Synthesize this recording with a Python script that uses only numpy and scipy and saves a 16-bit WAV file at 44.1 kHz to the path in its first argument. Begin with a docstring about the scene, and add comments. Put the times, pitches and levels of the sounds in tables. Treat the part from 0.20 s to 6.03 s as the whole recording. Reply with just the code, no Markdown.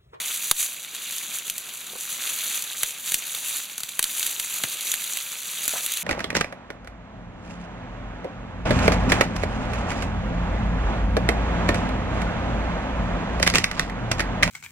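"""A dense sizzle in surges opens the scene: fish fries in a pan on a grate over a campfire, outdoors.
Tiny steam bubbles in the fat are modelled as swarms of decaying noise bursts and short ringing tones.
Under them the flames flutter as shaped noise; drops of water pop as sharp noise blasts with close echoes.
Dull knocks of the burning wood are damped tones in rustle. A hand-held camera hears all this through
two ports; its microphone overloads in the pops and its limiter ducks the level after the loudest one."""
import sys
import numpy as np
from scipy import signal
from scipy.fft import rfft, irfft, next_fast_len
from scipy.io import wavfile
from scipy.ndimage import uniform_filter1d, map_coordinates

SR = 44100
rng = np.random.default_rng(int(sys.argv[2]) if len(sys.argv) > 2 else 0)


def bounce(signal):
    """Save signal as a 16-bit WAV file at the path given by the first command-line argument."""
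    frames = np.transpose(np.atleast_2d(signal))
    limited = np.clip(frames, -1, 1)
    pcm = np.round(limited * 32767).astype(np.int16)
    wavfile.write(sys.argv[1], SR, pcm)


N = 257103

# How hard the fat boils. Each row: time in seconds, level in dB before the sputter and hiss offsets.
BOIL_LEVEL = [(-0.0, -34), (0.3, -41.5), (0.68, -42), (0.91, -37), (1.37, -42.47), (1.72, -42.5),
              (1.87, -37.5), (2.36, -33.35), (2.43, -37), (2.82, -42.5), (2.86, -39.64), (3.36, -36.5),
              (3.54, -44.01), (3.81, -42.5), (3.88, -37.5), (4.91, -36.5), (5.16, -39), (5.55, -34.5)]
# Juice runs into the fat and the sizzle flares up.
# Each row: time of the height in seconds, length of the rise and again of the fall in seconds, rise in dB.
JUICE_FLARES = [(.115, .12, 5.5), (.27, 0.14, 9.5), (.41, 0.19, 13.7), (.96, .13, 1), (1.15, .08, 5),
                (1.28, 0.063, 3.5), (1.56, 0.22, 2), (2.09, .05, 5), (2.37, .06, 3), (2.65, 0.17, 7.2),
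                (2.91, 0.17, 7), (3.34, 0.17, 4.6), (4.02, 0.22, 5.3), (4.37, .09, 3.5), (4.73, .08, 3),
                (4.89, 0.1, 3)]
# Spectral colour of the frying. Each row: frequency in Hz, gain in dB.
FAT_COLOUR = [(30, -52), (110, -26.5), (400, -15.5), (900, -13.5), (1300, -7), (1900, -6.5), (2500, 0),
              (3100, -1.4), (3700, 1), (4600, -3.5), (7000, .5), (8700, -6.5), (10000, -2), (12500, -5),
              (15500, -10.5)]
# Strength of the flames. Each row: time in seconds, level in dB about which they flutter.
FIRE_LEVEL = [(0, -58.5), (.7, -56.5), (1.5, -55.5), (2.05, -53.5), (2.55, -57), (3.25, -55.5),
              (3.7, -55.5), (4.15, -54.5), (4.75, -55.5), (5.05, -58), (5.5, -55), (5.83, -57)]
# Spectral colour of the flames. Each row: frequency in Hz, gain in dB.
FLAME_COLOUR = [(20, -50), (50, -18), (100, -10), (150, -2.5), (210, -1), (300, -8.5), (450, -8),
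                (800, -7.5), (1600, -4.5), (4000, -64)]
# Drops bursting in the fat.
# Each row: start in seconds, level of the crack in dB, of the body in dB, of the thud in dB.
DROP_BURSTS = [(0.3125, -0.5, -10, -25.5), (.3958, -29, -63, -67), (.4045, -24.5, -67, -66),
               (0.4291, -25, -58, -67), (.749, -30, -39.5, -63), (1.299, -20.5, -49, -66),
               (1.381, -25.5, -46, -58), (2.6329, -16, -26, -43), (2.9199, -21, -32, -45),
               (2.943, -13.5, -32, -42), (3.1488, -26, -36, -60), (3.5802, -25, -39.5, -54),
               (3.6046, -29.5, -38.5, -56), (3.634, -25, -35, -48), (3.793, -15, -24, -47),
               (3.8273, -17.5, -47, -45), (3.8411, -17, -33, -51), (3.9957, -22.5, -55, -68),
               (4.0291, -21.5, -45, -56), (4.0654, -21, -49, -60), (4.1983, -21, -44, -56),
               (4.4372, -21.5, -24, -33), (4.7399, -21.5, -30.5, -50), (4.9722, -23, -45, -65),
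               (5.4792, -17.5, -33.5, -40.5), (5.6628, -21.5, -38, -54), (5.7198, -22.5, -57, -67),
               (5.772, -23.5, -45, -62)]
# Echoes of a pop off the pan and the fire ring. Each row: delay in seconds, level in dB.
POP_ECHOES = [(.0014, -10), (.003, -9)]
# Dull knocks in the fire. Each row: start in seconds, level in dB before the tone's gain, pitch in Hz.
WOOD_KNOCKS = [(1.732, -35, 453), (1.755, -31, 505), (5.536, -23.5, 660), (5.552, -27, 710),
               (5.560, -27, 990), (5.579, -28, 1260), (5.600, -35, 710), (5.642, -37, 600)]
# Stereo width at the two ports. Each row: frequency in Hz, gain of the side signal in dB.
SIDE_GAIN = [(100, -7), (350, -5), (1000, -8.5), (2500, -14.5), (3300, -10.5), (6000, -14), (8000, -5.5),
             (8900, -6), (9700, -7), (12200, -11), (15000, -6)]
# Level difference of the ports. Each row: frequency in Hz, left minus right in dB.
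LEFT_OVER_RIGHT = [(60, 0), (250, -5.5), (700, -3.5), (1400, -0.5), (3700, -1.5), (5000, 0), (7500, -2.5),
                   (9200, 3.5), (11500, 0.5), (15000, 1)]
# Phase difference of the ports. Each row: frequency in Hz, phase by which left leads in radians.
LEFT_PHASE_LEAD = [(100, 0), (700, -0.23), (2500, 0.053), (6000, -0.29), (8000, -0.076), (8600, -1.25),
                   (9300, -0.28), (11000, 0.044), (13500, -.18)]

TOP_HZ = 15800  # highest bubble pitch and upper limit of the whole sound
TICK_HZ = 3470  # lower corner of the small ticks
SPUTTER_DB, HISS_DB = 0.16, 3.5  # low and high part of the sizzle, over the boil level
SPUTTER_SHARE = 0.45  # part of a flare's rise that the sputter follows
HISS_GROWS = 1.14  # dB of hiss per dB of boil, about the mean boil


def amp(db):
    """Logarithmic level: decibels become a linear amplitude gain."""
    return 10 ** (np.asarray(db) / 20)


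def unit(x):
    """Normalization of power: x scaled to an rms of 1."""
    return x / np.sqrt(np.mean(x ** 2) + 1e-20)


def along(points, hz):
    """Interpolation on a logarithmic frequency axis."""
    f, v = np.transpose(points)
    return np.interp(np.log(hz + 1), np.log(f + 1), v)


def curves(rows):
    """Linear interpolation in time: one curve for each column after the time."""
    s, *cols = np.transpose(rows)
    return [np.interp(np.arange(N) / SR, s, c) for c in cols]


def wobble(rate):
    """Slow random modulation: a smooth curve through rate random knots a second."""
    knots = rng.standard_normal(int(N * rate / SR) + 4)
    return map_coordinates(knots, [np.arange(N) * rate / SR])


def filtered(x, response):
    """Linear filtering: the spectrum of x is multiplied by a response of frequency."""
    m = next_fast_len(N + SR // 2)
    return irfft(rfft(x, m) * response(np.fft.rfftfreq(m, 1 / SR)), m)[..., :N]


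def band(x, low_hz, high_hz, order=2):
    """Causal band-pass: a Butterworth filter keeps the range between two corners."""
    corners = [low_hz, min(high_hz, SR / 2 - 1)]
    return signal.sosfilt(signal.butter(order, corners, "band", fs=SR, output="sos"), x)


def coloured(x, gain):
    """Minimum phase: the causal filter with this gain over frequency keeps attacks sharp."""
    size = 2048
    cepstrum = irfft(np.log(np.maximum(gain(np.fft.rfftfreq(size, 1 / SR)), 1e-6)))
    # folding the cepstrum onto positive times gives the minimum phase
    cepstrum[1:size // 2] *= 2
    cepstrum[size // 2 + 1:] = 0
    impulse = irfft(np.exp(rfft(cepstrum)))
    return signal.fftconvolve(x, impulse[None], axes=1)[:, :N]


def add(track, s, sound):
    """Superposition: a sound is mixed into the track from time s in seconds."""
    room = track[..., round(s * SR):][..., :sound.shape[-1]]
    room += sound[..., :room.shape[-1]]


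def bursts(rate, spread_db, range_db, life, tail, tail_db):
    """Shot noise: many weak and few strong bursts, rate a second, each with a faint scattered tail."""
    count = int(rate * N / SR)
    draw = rng.random((count, 2))
    # truncated exponential spread of levels
    size_db = -spread_db * np.log(1 - draw[:, 1] * (1 - np.exp(-range_db / spread_db)))
    energy = np.bincount((draw[:, 0] * N).astype(int), amp(size_db) ** 2, N)
    t = np.arange(SR // 50) / SR
    # energy decays twice as fast as amplitude; life and tail are amplitude decay times in seconds
    fade = np.exp(-2 * t / life) + amp(tail_db) ** 2 * np.exp(-2 * t / tail)
    envelope = np.sqrt(np.abs(signal.fftconvolve(energy, fade)[:N]))
    return unit(envelope * rng.standard_normal((2, N)))  # mid and side


def bubbles(rate, spread_db, life):
    """Damped resonance: each small bubble rings briefly at its own pitch, decaying over life seconds."""
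    draw = rng.random((int(rate * N / SR), 4))
    start, pitch, size, place = draw.T[:, :, None]
    k = np.arange(SR // 200)
    tone = np.sin(2 * np.pi * pitch * TOP_HZ * k / SR)
    ring = amp(spread_db * size ** 2) * tone * np.exp(-k / SR / life)
    at = ((start * N).astype(int) + k).ravel()
    # mid takes every ring equally, side by its place
    return np.array([unit(np.bincount(at, (ring * g).ravel(), N)[:N]) for g in (1, place - .5)])


def sizzle():
    """Boiling: fizz, ringing bubbles, snaps and ticks; sputter and hiss surge as water meets the fat."""
    boil_db, = curves(BOIL_LEVEL)
    mean_db = boil_db.mean()
    t = np.arange(N) / SR
    flare_db = sum(rise_db * np.cos(np.pi / 2 * np.clip((t - s) / length, -1, 1)) ** 4
                   for s, length, rise_db in JUICE_FLARES)
    sputter_db = boil_db + SPUTTER_DB + SPUTTER_SHARE * flare_db
    hiss_db = mean_db + HISS_DB + HISS_GROWS * (boil_db - mean_db) + flare_db
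    fizz = bursts(rate=7500, spread_db=6, range_db=10, life=0.00037, tail=0.0066, tail_db=-8)
    ticks = bursts(rate=210, spread_db=2.5, range_db=20, life=0.00024, tail=0.0061, tail_db=-13.0)
    ticks = unit(band(ticks, TICK_HZ, TOP_HZ, order=1))
    ringing = bubbles(rate=1200, spread_db=17, life=.0011)
    snaps = bubbles(rate=330, spread_db=25.5, life=0.0001)
    boil = fizz + amp(-2.5) * ticks + amp(-4.5) * ringing + amp(-9.0) * snaps
    boil = coloured(boil, lambda hz: amp(along(FAT_COLOUR, hz)))
    # large bubbles sputter low, small ones hiss high
    sputter = filtered(boil, lambda hz: 1 / (1 + (hz / 5200) ** 6))
    hiss = boil - sputter
    sputter_gain = amp(sputter_db + 0.96 * wobble(25))
    hiss_gain = amp(hiss_db + 1.4 * wobble(25))
    return sputter_gain * unit(sputter) + hiss_gain * unit(hiss)


def flames():
    """Combustion noise: spectrally shaped noise, randomly modulated, makes a soft, low flutter."""
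    fire_db, = curves(FIRE_LEVEL)
    noise = rng.standard_normal((2, N))
    roar = unit(filtered(noise, lambda hz: amp(along(FLAME_COLOUR, hz))))
    return roar * amp(fire_db + 1.43 * wobble(18))


def pops(life=0.00025, growth=0.033, tail=0.0071, tail_db=-18,
         offset_db=-25, offset_grows=1.43, deepens=.5, offset_life=0.018):
    """Steam explosion: a drop cracks in about a millisecond or less, with close echoes and a faint tail.

    Overload of the microphone adds a one-sided low-frequency offset, dying away in about 20 ms."""
    out, t = np.zeros((2, N)), np.arange(SR // 4) / SR
    span = .006 * SR  # each part has the energy of its level held for 6 ms
    for s, crack_db, body_db, thud_db in DROP_BURSTS:
        length = life * np.exp(growth * (crack_db + 34))  # bigger drops take longer to burst
        blast = np.exp(-t / length) + amp(tail_db) * np.exp(-t / tail)
        for delay, db in POP_ECHOES:
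            blast = blast + amp(db) * (t > delay) * np.exp(-np.abs(t - delay) / length)
        crack, body, thud = blast * rng.standard_normal((3, 2, len(t)))
        crack = band(band(crack, 2450, 13400), 1200, 21700, order=1)
        low_hz = min(1150, 950 * amp(-deepens * (body_db + 23)))  # a fuller body reaches lower
        body = band(band(body, low_hz, 2700, order=1), 290, 7100)
        thud = band(band(thud, 100, 273, order=1), 65, 1700)
        parts = [(crack_db, crack), (body_db, body), (thud_db, thud)]
        pop = sum(amp(db) * x * np.sqrt(span) / np.linalg.norm(x, axis=1, keepdims=True)
                  for db, x in parts)
        # the microphone's overload offset grows faster than the crack, so weak bursts have almost none
        offset_gain = amp(offset_db + offset_grows * crack_db)
        offset = offset_gain * (np.exp(-t / offset_life) - np.exp(-t / length))
        add(out, s, pop * amp([[0], [-1.5]]) + offset * [[1], [0]])  # the offset is in mid only
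    return out


def knocks(t60=0.056, wood_db=-7):
    """Damped vibration: burning wood shifts, a tone in a dull rustle falling 60 dB in t60 seconds."""
    out, t = np.zeros((2, N)), np.arange(SR // 8) / SR
    for s, db, hz in WOOD_KNOCKS:
        tone = np.sin(2 * np.pi * hz * t) * amp([[-6], [-14]])  # mid and side
        rustle = unit(band(rng.standard_normal((2, len(t))), hz * 0.4, hz * 2.4))
        add(out, s, amp(db - 60 * t / t60) * (tone + amp(wood_db) * rustle))
    return out


def limited(x, threshold_db, release_db_per_s):
    """Limiting: gain drops by the excess over the threshold and recovers at a steady rate."""
    power = np.abs(uniform_filter1d(np.mean(x ** 2, axis=0), size=256))
    excess_db = np.maximum(10 * np.log10(power + 1e-12) - threshold_db, 0)
    recovery_db = release_db_per_s * np.arange(N) / SR
    return x * amp(recovery_db - np.maximum.accumulate(excess_db + recovery_db))


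def scene():
    """Superposition: all sources, as mid and side, reach two closely spaced ports."""
    mid, side = sizzle() + flames() + pops() + knocks()
    side = filtered(side, lambda hz: amp(along(SIDE_GAIN, hz)))
    ports = np.array([mid + side, mid - side])

    def port_response(hz):
        """Symmetric division: each port takes half the level and phase difference, with opposite sign."""
        ratio = amp(along(LEFT_OVER_RIGHT, hz)) * np.exp(1j * along(LEFT_PHASE_LEAD, hz))
        return ratio ** np.array([[.5], [-.5]])

    return filtered(ports, port_response)


def record(dry, notch_hz=5250, notch_width_hz=1200, ceiling=0.8):
    """Camera response: a treble notch, a limiter that ducks loud pops, soft saturation and a band limit."""
    def notch(hz):
        """Resonant cancellation: the response vanishes at the notch frequency."""
        detuning = notch_hz ** 2 - hz ** 2
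        return detuning / (detuning + 1j * hz * notch_width_hz)

    x = filtered(dry, notch)
    x = limited(x, threshold_db=-10, release_db_per_s=126)
    x = x / (1 + np.abs(x / ceiling) ** 4) ** (1 / 4)  # rounds off the highest peaks
    return filtered(x, lambda hz: hz < TOP_HZ)


dry = scene()
out = record(dry)
bounce(out)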